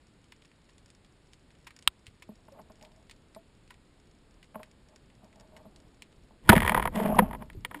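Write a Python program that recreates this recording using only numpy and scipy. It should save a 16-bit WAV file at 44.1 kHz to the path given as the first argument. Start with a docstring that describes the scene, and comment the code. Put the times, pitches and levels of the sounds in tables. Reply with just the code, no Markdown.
"""Under water on a reef, a speargun is fired beside a camera in a waterproof housing.
Shrimp snap (filtered noise bursts) and the housing knocks (damped modes), softly during the wait and
strongly at the shot. The spear screeches off its rail (a noisy tone), the gun kicks, bands and line rattle
on the barrel (blows on damped modes), and churning water rubs and drums on the housing (shaped noise and
random grains). Thumps and bubbles are short swelling sines."""
import sys
import numpy as np
from scipy import signal
from scipy.fft import rfft, irfft, next_fast_len
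from scipy.io import wavfile
from scipy.ndimage import uniform_filter1d

SR = 44100
rng = np.random.default_rng(int(sys.argv[2]) if len(sys.argv) > 2 else 0)


def output_pcm(signal):
    """Save a mono or channel-first signal as 16-bit PCM at the path in sys.argv[1].

    Samples are clipped to [-1, 1] before scaling.
    """
    pcm = np.clip(np.atleast_2d(signal).T, -1, 1) * 32767
    wavfile.write(sys.argv[1], SR, np.round(pcm).astype(np.int16))


N = 343980
T = np.arange(N) / SR  # time, s

# All levels are those of the dry sound, ahead of record().
# spectrum of the quiet sea's hiss: [f/Hz, relative density level/dB]
SEA_SPECTRUM = [(12, -31), (20, -1), (60, 0), (152, -3), (310, -6.5), (599, -14.5), (650, -16.5),
                (4310, -23.5), (5220, -27.5), (5990, -35.5), (6860, -26.5), (9280, -31), (10900, -36.5),
                (11900, -51.5), (14000, -53)]
SEA_DB = -62.5  # rms level of the hiss
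# slow low surge, before a 3.5 dB cut and a random waver: [t/s, level/dB]
SURGE_LEVEL = [(0, -69), (1.8, -65.5), (2.4, -59.5), (3.9, -62), (5.7, -58), (7.8, -59.5)]
# spectrum of the surge: [f/Hz, gain/dB]
SURGE_SPECTRUM = [(12, -5.5), (35, 4), (120, -3.5), (230, -6.5), (400, -11), (900, -20.5), (3000, -49.5)]

# nearest snapping shrimp: [t/s, level over 10 ms/dB, favoured f/Hz, burst time/s]
NEAR_SNAPS = [(0.3219, -52.5, 1980, 0.0015), (0.781, -61, 5600, 0.0017), (0.902, -59, 5200, 0.0015),
              (1.3333, -55.5, 4200, 0.0015), (1.6673, -46.5, 1680, 0.0081), (1.7061, -54.5, 1920, 0.0022),
              (1.825, -55.5, 5370, 0.00065), (2.0676, -50, 3520, 0.00025), (2.2221, -50, 2410, 0.0047),
              (2.8485, -56.5, 3050, .0034), (3.0965, -53.5, 3030, .0008), (3.111, -51, 3480, 0.0017),
              (3.3485, -55.5, 3960, 0.00021), (3.7046, -49.5, 1540, 0.0042), (4.4283, -56.5, 2360, 0.0017),
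              (4.6311, -49.5, 2100, 0.00089), (5.565, -54, 2340, 0.0037), (5.761, -57.5, 4880, 0.0011),
              (6.0213, -47, 3260, .0015)]
# spectra of a near snap, of the far snaps and of one very close crack: [f/Hz, gain/dB]
SNAP_SPECTRUM = [(100, -29), (500, -10.5), (1000, 4), (1400, -5), (2000, 2), (3300, -3), (5000, -4.5),
                 (7200, -2), (10000, -6), (11500, -23), (16000, -43.5)]
FAR_SPECTRUM = [(100, -29.5), (1000, -8.5), (2000, -1), (3500, -9), (5000, -1), (7300, -6.5), (8500, -15.5),
                (10300, -10.5), (11500, -26), (16000, -47)]
CRACK_SPECTRUM = [(100, -26.5), (500, -20.5), (780, -19), (1020, -5), (1400, -2), (2100, -3.5), (2750, 2.5),
                  (3700, 0), (4600, -11), (7200, -18.5), (8500, -8.5), (10500, -25), (12000, -43.5),
                  (14700, -12.5), (16000, -41)]
# fainter shrimp at random: level over 10 ms and its spread (dB), favoured range (Hz), burst time (s)
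FAINT_SNAP_DB, FAINT_SNAP_SPREAD_DB, FAINT_SNAP_HZ, FAINT_SNAP_S = -64, 3.5, (1910, 4500), 0.0025

# damped modes of the gun and of the camera housing: [f/Hz, bandwidth/Hz, relative level/dB]
GUN_MODES = [(211, 95, 2.5), (394, 82, 1), (504, 26, 3.5), (632, 91, -3.5), (956, 119, 2), (1272, 75, -7),
             (1412, 120, -10), (1692, 148, -5.5), (1903, 180, -3), (2344, 360, -5.5), (2640, 600, -9.5),
             (3306, 510, -10.5), (4470, 1000, -21.5), (8100, 2600, -22)]
HOUSING_MODES = [(169, 40, -8.5), (213.7, 22.6, 4.5), (427, 35, -13), (628.4, 36, -4.5), (883, 52, -12),
                 (1065, 79, -16), (1525, 420, -27.5), (2200, 460, -31.5), (2960, 460, -35.5)]

# low thumps, one under the close crack, most others at the shot and gun movements:
# [t/s, peak level/dB, f/Hz, decay time/s]
LOW_THUMPS = [(1.878, -38.5, 45, 0.0086), (2.081, -45, 98, 0.0072), (6.4919, -3, 325, 0.0048),
              (6.496, -3.5, 103, 0.006), (6.53, -26, 83, 0.025), (6.559, -17, 149, 0.012),
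              (6.568, -22, 60, 0.014), (6.637, -27, 86, 0.018), (6.797, -30.5, 69, 0.0086),
              (7.572, -36.5, 94, 0.0081)]
# small air bubbles: [t/s, peak level/dB, f/Hz, decay time/s]
LONE_BUBBLES = [(2.518, -49.5, 550, 0.019), (3.361, -48, 664, 0.021), (4.590, -46.5, 623, 0.02),
                (7.549, -44, 377, 0.0066), (7.753, -43, 296, 0.026)]
# knocks and glugs on the housing, soft during the wait and strong at the shot:
# [t/s, level over 10 ms/dB, favoured f/Hz, contact time/s]
HOUSING_KNOCKS = [(2.289, -41, 300, 0.0026), (2.315, -58, 600, .0048), (2.481, -51.5, 1230, 0.0035),
                  (2.588, -45, 920, 0.0093), (2.697, -51.5, 1000, 0.0065), (3.3605, -45, 790, 0.0034),
                  (4.543, -47, 1900, 0.0077), (4.555, -37, 940, 0.0021), (4.592, -45, 826, 0.012),
                  (5.225, -54.5, 393, .016), (5.650, -45.5, 398, 0.0088), (6.305, -55.5, 704, 0.0064),
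                  (6.495, -8.5, 215, 0.0011), (6.559, -14.5, 221, 0.0061), (7.038, -24.5, 169, 0.014),
                  (7.093, -24, 390, .012), (7.12, -25.5, 440, .012), (7.19, -19.5, 190, 0.0058),
                  (7.218, -23, 190, 0.0045)]
# water sloshes back after a knock: delay range (s), level re the knock (dB), fading (dB/s), contact time (s)
SLOSH_DELAY_S, SLOSH_DB, SLOSH_FADE_DB_PER_S, SLOSH_CONTACT_S = (0.016, 0.14), -15, 61, 0.0079

# the diver creeps along the reef and water gurgles round the housing: [start t/s, length/s, level/dB]
CREEPING = [(2.538, 0.39, -63.5), (4.9, 0.77, -66.5)]
GURGLE_HZ = 710

# spear, bands and line strike the gun: [t/s, level over 10 ms before echoes/dB, favoured f/Hz]
GUN_STRIKES = [(6.4924, -10, 1710), (6.4971, -11, 1700), (6.518, -19, 910), (6.527, -11.5, 620),
               (6.5632, -24.5, 2100), (6.5775, -26, 1690), (6.6027, -29, 2360), (6.619, -28, 1260),
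               (6.63, -30.5, 1520), (6.648, -29.5, 1400), (6.661, -30.5, 1670), (6.676, -23, 1600),
               (6.6937, -22.5, 1720), (6.7445, -19.5, 1110), (6.7733, -22.5, 910), (6.795, -27, 910),
               (6.824, -30, 1410), (6.853, -25, 1040), (6.998, -31.5, 970), (7.058, -35.5, 1350),
               (7.183, -22, 705), (7.188, -20.5, 1540), (7.189, -15, 950), (7.3083, -40, 890),
               (7.4208, -43.5, 920), (7.4989, -49.5, 2010), (7.6482, -32.5, 2900), (7.7107, -43.5, 1280),
               (7.7436, -38.5, 1540)]
CONTACT_CYCLES = 3.63  # a contact lasts this many cycles of its favoured pitch
# loose line and bands chatter: [start t/s, end t/s, central level over 10 ms before echoes/dB, central f/Hz]
CHATTER = [(6.513, 6.738, -35.5, 1490), (6.761, 6.88, -39, 1100), (7.327, 7.364, -38, 786)]
RATTLE_GAP_S, RATTLE_JITTER_S, RATTLE_SPREAD_DB, RATTLE_SPREAD_OCTAVES = 0.019, 0.006, 9.5, 0.52

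# the gun recoils, is lowered, then shifts in the hand:
# [start t/s, length/s, starting level of rubbing on the housing/dB, starting level of line scraping/dB]
GUN_MOVES = [(6.498, 0.26, -40, -33), (6.959, 0.22, -30, -42), (7.73, .055, -57, -54)]
MOVE_RISE_DB_PER_S, MOVE_FALL_DB_PER_S = 551.5, 107.5
RUB_GROWTH_DB_PER_S, SCRAPE_FADE_DB_PER_S = 19, 54.5  # the grip tightens, the line goes slack

# each swing of the gun stirs up eddies: [t/s, peak level/dB]
EDDY_PEAKS = [(6.53, -26.5), (6.78, -34.5), (7.14, -37.5), (7.21, -38.5), (7.568, -48)]
EDDY_RISE_DB_PER_S, EDDY_FALL_DB_PER_S = 333, 69.5
# spectrum of turbulence: [f/Hz, gain/dB]
TURBULENCE_SPECTRUM = [(12, -9.5), (35, -0.5), (90, -5), (150, -9), (300, -15), (800, -52.5),
                       (3000, -102.5)]

# lowering the gun shakes bubbles loose: time span (s), pitch range (Hz), peak and spread (dB), cycles of decay
SHAKEN_S, SHAKEN_HZ, SHAKEN_DB, SHAKEN_SPREAD_DB, SHAKEN_CYCLES = (6.96, 7.24), (450, 1145), -31.5, 5.5, 5.4

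# which parts of a sound turn into gritty treble: [f/Hz, gain/dB]
GRIT_SPECTRUM = [(50, -39.5), (210, -26.5), (500, -19.5), (1000, -13.5), (2000, -7.5), (3200, -1.5),
                 (4500, -18), (7000, -23), (9000, -49.5)]
GRIT_HZ, EDGE_HZ = 12000, 15100  # centre of the mirrored treble; upper edge of the band


def amp(db):
    """Decibel law: 20 dB is a tenfold amplitude."""
    return 10 ** (np.asarray(db) / 20)


def unit(x):
    """Normalisation to a root-mean-square value of 1."""
    return x / np.sqrt(np.mean(x ** 2) + 1e-20)


def add(mix, s, sound):
    """Superposition: adds a sound in place from s seconds."""
    part = mix[round(s * SR):][:len(sound)]
    part += sound[:len(part)]


def follow(rows, axis):
    """Envelope: linear interpolation of one dB column, as a gain for every sample."""
    rows = np.array(rows)
    return amp(np.interp(T, rows[:, 0], rows[:, axis], left=-120))


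def colour(x, points):
    """Minimum-phase filtering: the Hilbert transform of the log gain gives a causal phase."""
    size = next_fast_len(2 * len(x))
    hz, db = np.transpose(points)
    log_hz = np.log(abs(np.fft.fftfreq(size, 1 / SR)) + 1)
    log_gain = np.log(amp(np.interp(log_hz, np.log(hz), db)))
    response = np.exp(np.conj(signal.hilbert(log_gain)))
    return np.fft.ifft(np.fft.fft(x, size) * response).real[:len(x)]


def ring(x, modes, size=4096):
    """Modal superposition: a force convolved with a body's exponentially damped modes."""
    t = np.arange(size) / SR
    body = np.zeros(size)
    for k, (hz, width, db) in enumerate(modes):
        decay = np.exp(-np.pi * width * t)
        # neighbouring modes have opposite sign
        body += (-1) ** k * amp(db) * width * decay * np.sin(2 * np.pi * hz * t)
    return signal.oaconvolve(x, body)[:len(x)]


def burst(length, size=8192):
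    """Broadband impact: a short chattering force, its spectrum flattened before a final fade."""
    u = np.arange(size) / SR / max(length, 1e-4)
    shape = (1 - np.exp(-4 * u)) * np.exp(-u)
    spectrum = rfft(shape * rng.standard_normal(size))
    flat = irfft(spectrum / (abs(spectrum) + 1e-12))
    return flat * np.sqrt(shape)


def at_level(x, db):
    """Energy normalisation: gives a short sound the energy of 10 ms at this rms level."""
    return amp(db) * x / np.sqrt(np.sum(x ** 2) * 100 / SR)


def scatter(x, tail_db, decay):
    """Multiple scattering: nearby surfaces add a dense, exponentially dying cloud of echoes."""
    cloud = rng.standard_normal(len(x)) * np.exp(-np.arange(len(x)) / SR / decay)
    echoes = signal.fftconvolve(x, cloud / np.linalg.norm(cloud))[:len(x)]
    return x + amp(tail_db) * echoes


def favour(force, hz, focus):
    """Resonant weighting: a peak filter of quality factor focus favours a force near hz."""
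    return signal.lfilter(*signal.iirpeak(hz, focus, fs=SR), force)


def blow(modes, db, hz, length, focus):
    """Impact excitation: the hardness of the contact favours the modes near hz."""
    return at_level(ring(favour(burst(length), hz, focus), modes), db)


def grains(per_s, spread_db):
    """Shot noise: random clicks of either sign, most small and a few large."""
    hits = rng.random(N) < per_s / SR
    signs = rng.choice([-1, 1], N)
    return hits * signs * amp(spread_db * np.minimum(rng.exponential(1, N), 4))


def waver(per_s, depth_db):
    """Random amplitude modulation: a gain redrawn per_s times a second, interpolated between."""
    return amp(depth_db * np.interp(T * per_s, np.arange(N), rng.standard_normal(N)))


def swing(db, hz, decay):
    """Damped oscillation: a few cycles that swell and die away, strongest at half the decay time."""
    t = T[:SR // 6]
    envelope = 2 * t / decay * np.exp(1 - 2 * t / decay)
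    return amp(db) * np.sin(2 * np.pi * hz * t) * envelope


def swell(start, hold, db, rise_db_per_s, fall_db_per_s, drift_db_per_s):
    """Exponential growth and decay: a gain rises to db at start, drifts while held, then falls."""
    t = T - start
    rise = rise_db_per_s * np.minimum(t, 0)
    drift = drift_db_per_s * np.clip(t, 0, hold)
    fall = fall_db_per_s * np.maximum(t - hold, 0)
    return amp(np.maximum(db + rise + drift - fall, -160))


def sea():
    """Ambient noise: a steady spectrally shaped hiss and a slow, wavering low surge."""
    hiss = amp(SEA_DB) * unit(colour(rng.standard_normal(N), SEA_SPECTRUM))
    low = unit(colour(rng.standard_normal(N), SURGE_SPECTRUM))
    surge = amp(-3.5) * follow(SURGE_LEVEL, axis=1) * waver(per_s=5, depth_db=2.0) * low
    return hiss + surge


def snap(db, hz, length):
    """Impulsive source with reef scattering: one claw snap, favouring its own pitch."""
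    click = favour(burst(length), hz, 1.1)
    return at_level(colour(scatter(click, tail_db=-3.0, decay=0.0089), SNAP_SPECTRUM), db)


def shrimp():
    """Superposed impulses: single near and faint snaps over the shot noise of the far reef."""
    crackle = scatter(grains(per_s=32, spread_db=6.5), tail_db=9.0, decay=0.004)
    out = amp(-73.0) * unit(colour(crackle, FAR_SPECTRUM))
    for s, db, hz, length in NEAR_SNAPS:
        add(out, s, snap(db, hz, length))
    for when, strength, pitch in rng.random(size=(22, 3)):
        db = FAINT_SNAP_DB + FAINT_SNAP_SPREAD_DB * (2 * strength - 1)
        hz = np.interp(pitch, (0, 1), FAINT_SNAP_HZ)
        add(out, when * T[-1], snap(db, hz, FAINT_SNAP_S))
    return out


def crack():
    """Discrete reflection: one very close snap, its echo a millisecond later, each with scattering."""
    out = np.zeros(N)
    click = burst(0.0006)
    for s, db in [(1.8752, -20), (1.8762, -18)]:
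        echoing = scatter(click, tail_db=-12.5, decay=0.003)
        add(out, s, at_level(colour(echoing, CRACK_SPECTRUM), db))
    return out


def housing():
    """Modal response and damped oscillation: knocks ring its modes; low thumps and bubbles swell and die."""
    out = np.zeros(N)
    for s, db, hz, decay in LOW_THUMPS + LONE_BUBBLES:
        add(out, s, swing(db, hz, decay))
    for s, db, hz, length in HOUSING_KNOCKS:
        add(out, s, blow(HOUSING_MODES, db, hz, length, focus=0.84))
        # weaker glugs as the water sloshes back
        for delay in np.interp(rng.random(size=2), (0, 1), SLOSH_DELAY_S):
            slosh_db = db + SLOSH_DB - SLOSH_FADE_DB_PER_S * delay
            add(out, s + delay, blow(HOUSING_MODES, slosh_db, hz, SLOSH_CONTACT_S, focus=0.69))
    return out


def gurgle():
    """Clustered excitation: wavering grains ring the housing in faint glugs while the diver moves."""
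    moving = sum(swell(s, length, db, EDDY_RISE_DB_PER_S, EDDY_FALL_DB_PER_S, 0) for s, length, db in CREEPING)
    glugs = grains(per_s=760, spread_db=2.0) * waver(per_s=17, depth_db=10)
    return moving * unit(ring(favour(glugs, GURGLE_HZ, 1.1), HOUSING_MODES))


def clack(db, hz):
    """Modal impact with close echoes: one strike on the gun, longer in contact when lower in pitch."""
    strike = blow(GUN_MODES, db, hz, CONTACT_CYCLES / hz, focus=1.24)
    return scatter(strike, tail_db=-9.0, decay=0.0055)


def gun():
    """Friction tone, then impacts: the spear screeches off the rail; bands and line clatter."""
    out = np.zeros(N)
    t = np.arange(round(0.0078 * SR)) / SR
    screech = np.sin(2 * np.pi * 1450 * t) + amp(-12.5) * rng.standard_normal(len(t))
    add(out, 6.4908, screech * signal.windows.tukey(len(t), 0.5))
    for s, db, hz in GUN_STRIKES:
        add(out, s, clack(db, hz))
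    return out


def churn():
    """Friction and turbulence: slips drum on the housing, line scrapes the gun, eddies buffet."""
    grip, drag, stir = np.zeros((3, N))
    for s, length, rub_db, scrape_db in GUN_MOVES:
        grip += swell(s, length, rub_db, MOVE_RISE_DB_PER_S, MOVE_FALL_DB_PER_S, RUB_GROWTH_DB_PER_S)
        drag += swell(s, length, scrape_db, MOVE_RISE_DB_PER_S, MOVE_FALL_DB_PER_S, -SCRAPE_FADE_DB_PER_S)
    for s, db in EDDY_PEAKS:
        stir += swell(s, 0, db, EDDY_RISE_DB_PER_S, EDDY_FALL_DB_PER_S, 0)
    slips = grains(per_s=900, spread_db=2) * waver(per_s=35, depth_db=5)
    rub = grip * unit(ring(slips, HOUSING_MODES))
    scraping = ring(grains(per_s=790, spread_db=3), GUN_MODES) * waver(per_s=110, depth_db=3)
    scrape = drag * unit(scraping)
    eddies = stir * unit(colour(rng.standard_normal(N), TURBULENCE_SPECTRUM))
    return rub + scrape + eddies


def rattle():
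    """Repeated impact: runs of light clacks, uneven in time, strength and colour."""
    out = np.zeros(N)
    for start, end, db, hz in CHATTER:
        for s in np.arange(start, end, RATTLE_GAP_S):
            late, strength, pitch = rng.uniform(-1, 1, size=3)
            light_clack = clack(db + RATTLE_SPREAD_DB * strength, hz * 2 ** (RATTLE_SPREAD_OCTAVES * pitch))
            add(out, s + RATTLE_JITTER_S * late, light_clack)
    return out


def shaken_bubbles():
    """Bubble resonance: each of a cloud of bubbles rings briefly at the pitch of its size."""
    out = np.zeros(N)
    for when, bore, strength in rng.random(size=(18, 3)):
        hz = np.exp(np.interp(bore, (0, 1), np.log(SHAKEN_HZ)))
        db = SHAKEN_DB + SHAKEN_SPREAD_DB * (2 * strength - 1)
        add(out, np.interp(when, (0, 1), SHAKEN_S), swing(db, hz, SHAKEN_CYCLES / hz))
    return out


def scene():
    """Linear superposition: all the sounds add at one microphone."""
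    surroundings = sea() + shrimp() + crack() + housing() + gurgle()
    shot = gun() + churn() + rattle() + shaken_bubbles()
    return (surroundings + shot)[None]


def record(dry):
    """Saturation and modulation: peaks flatten, loud sounds carry gritty treble, 6 kHz is weak."""
    ceiling = 0.55
    x = dry[0] / (1 + (dry[0] / ceiling) ** 6) ** (1 / 6)
    power = abs(uniform_filter1d(x ** 2, size=400))
    loudness_gate = power / (power + amp(-54.5) ** 2)
    # the product with a cosine puts mirrored sidebands about GRIT_HZ
    grit = colour(x, GRIT_SPECTRUM) * np.cos(2 * np.pi * GRIT_HZ * T) * loudness_gate
    grit = signal.lfilter(*signal.butter(5, 13900, fs=SR), grit)
    x = signal.lfilter(*signal.iirnotch(6000, 6.0, fs=SR), x + amp(-0.37) * grit)
    band_limit = signal.firwin(127, EDGE_HZ, window=("kaiser", 9), fs=SR)
    return signal.oaconvolve(x, band_limit, "same")[None]


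dry = scene()
out = record(dry)
output_pcm(out)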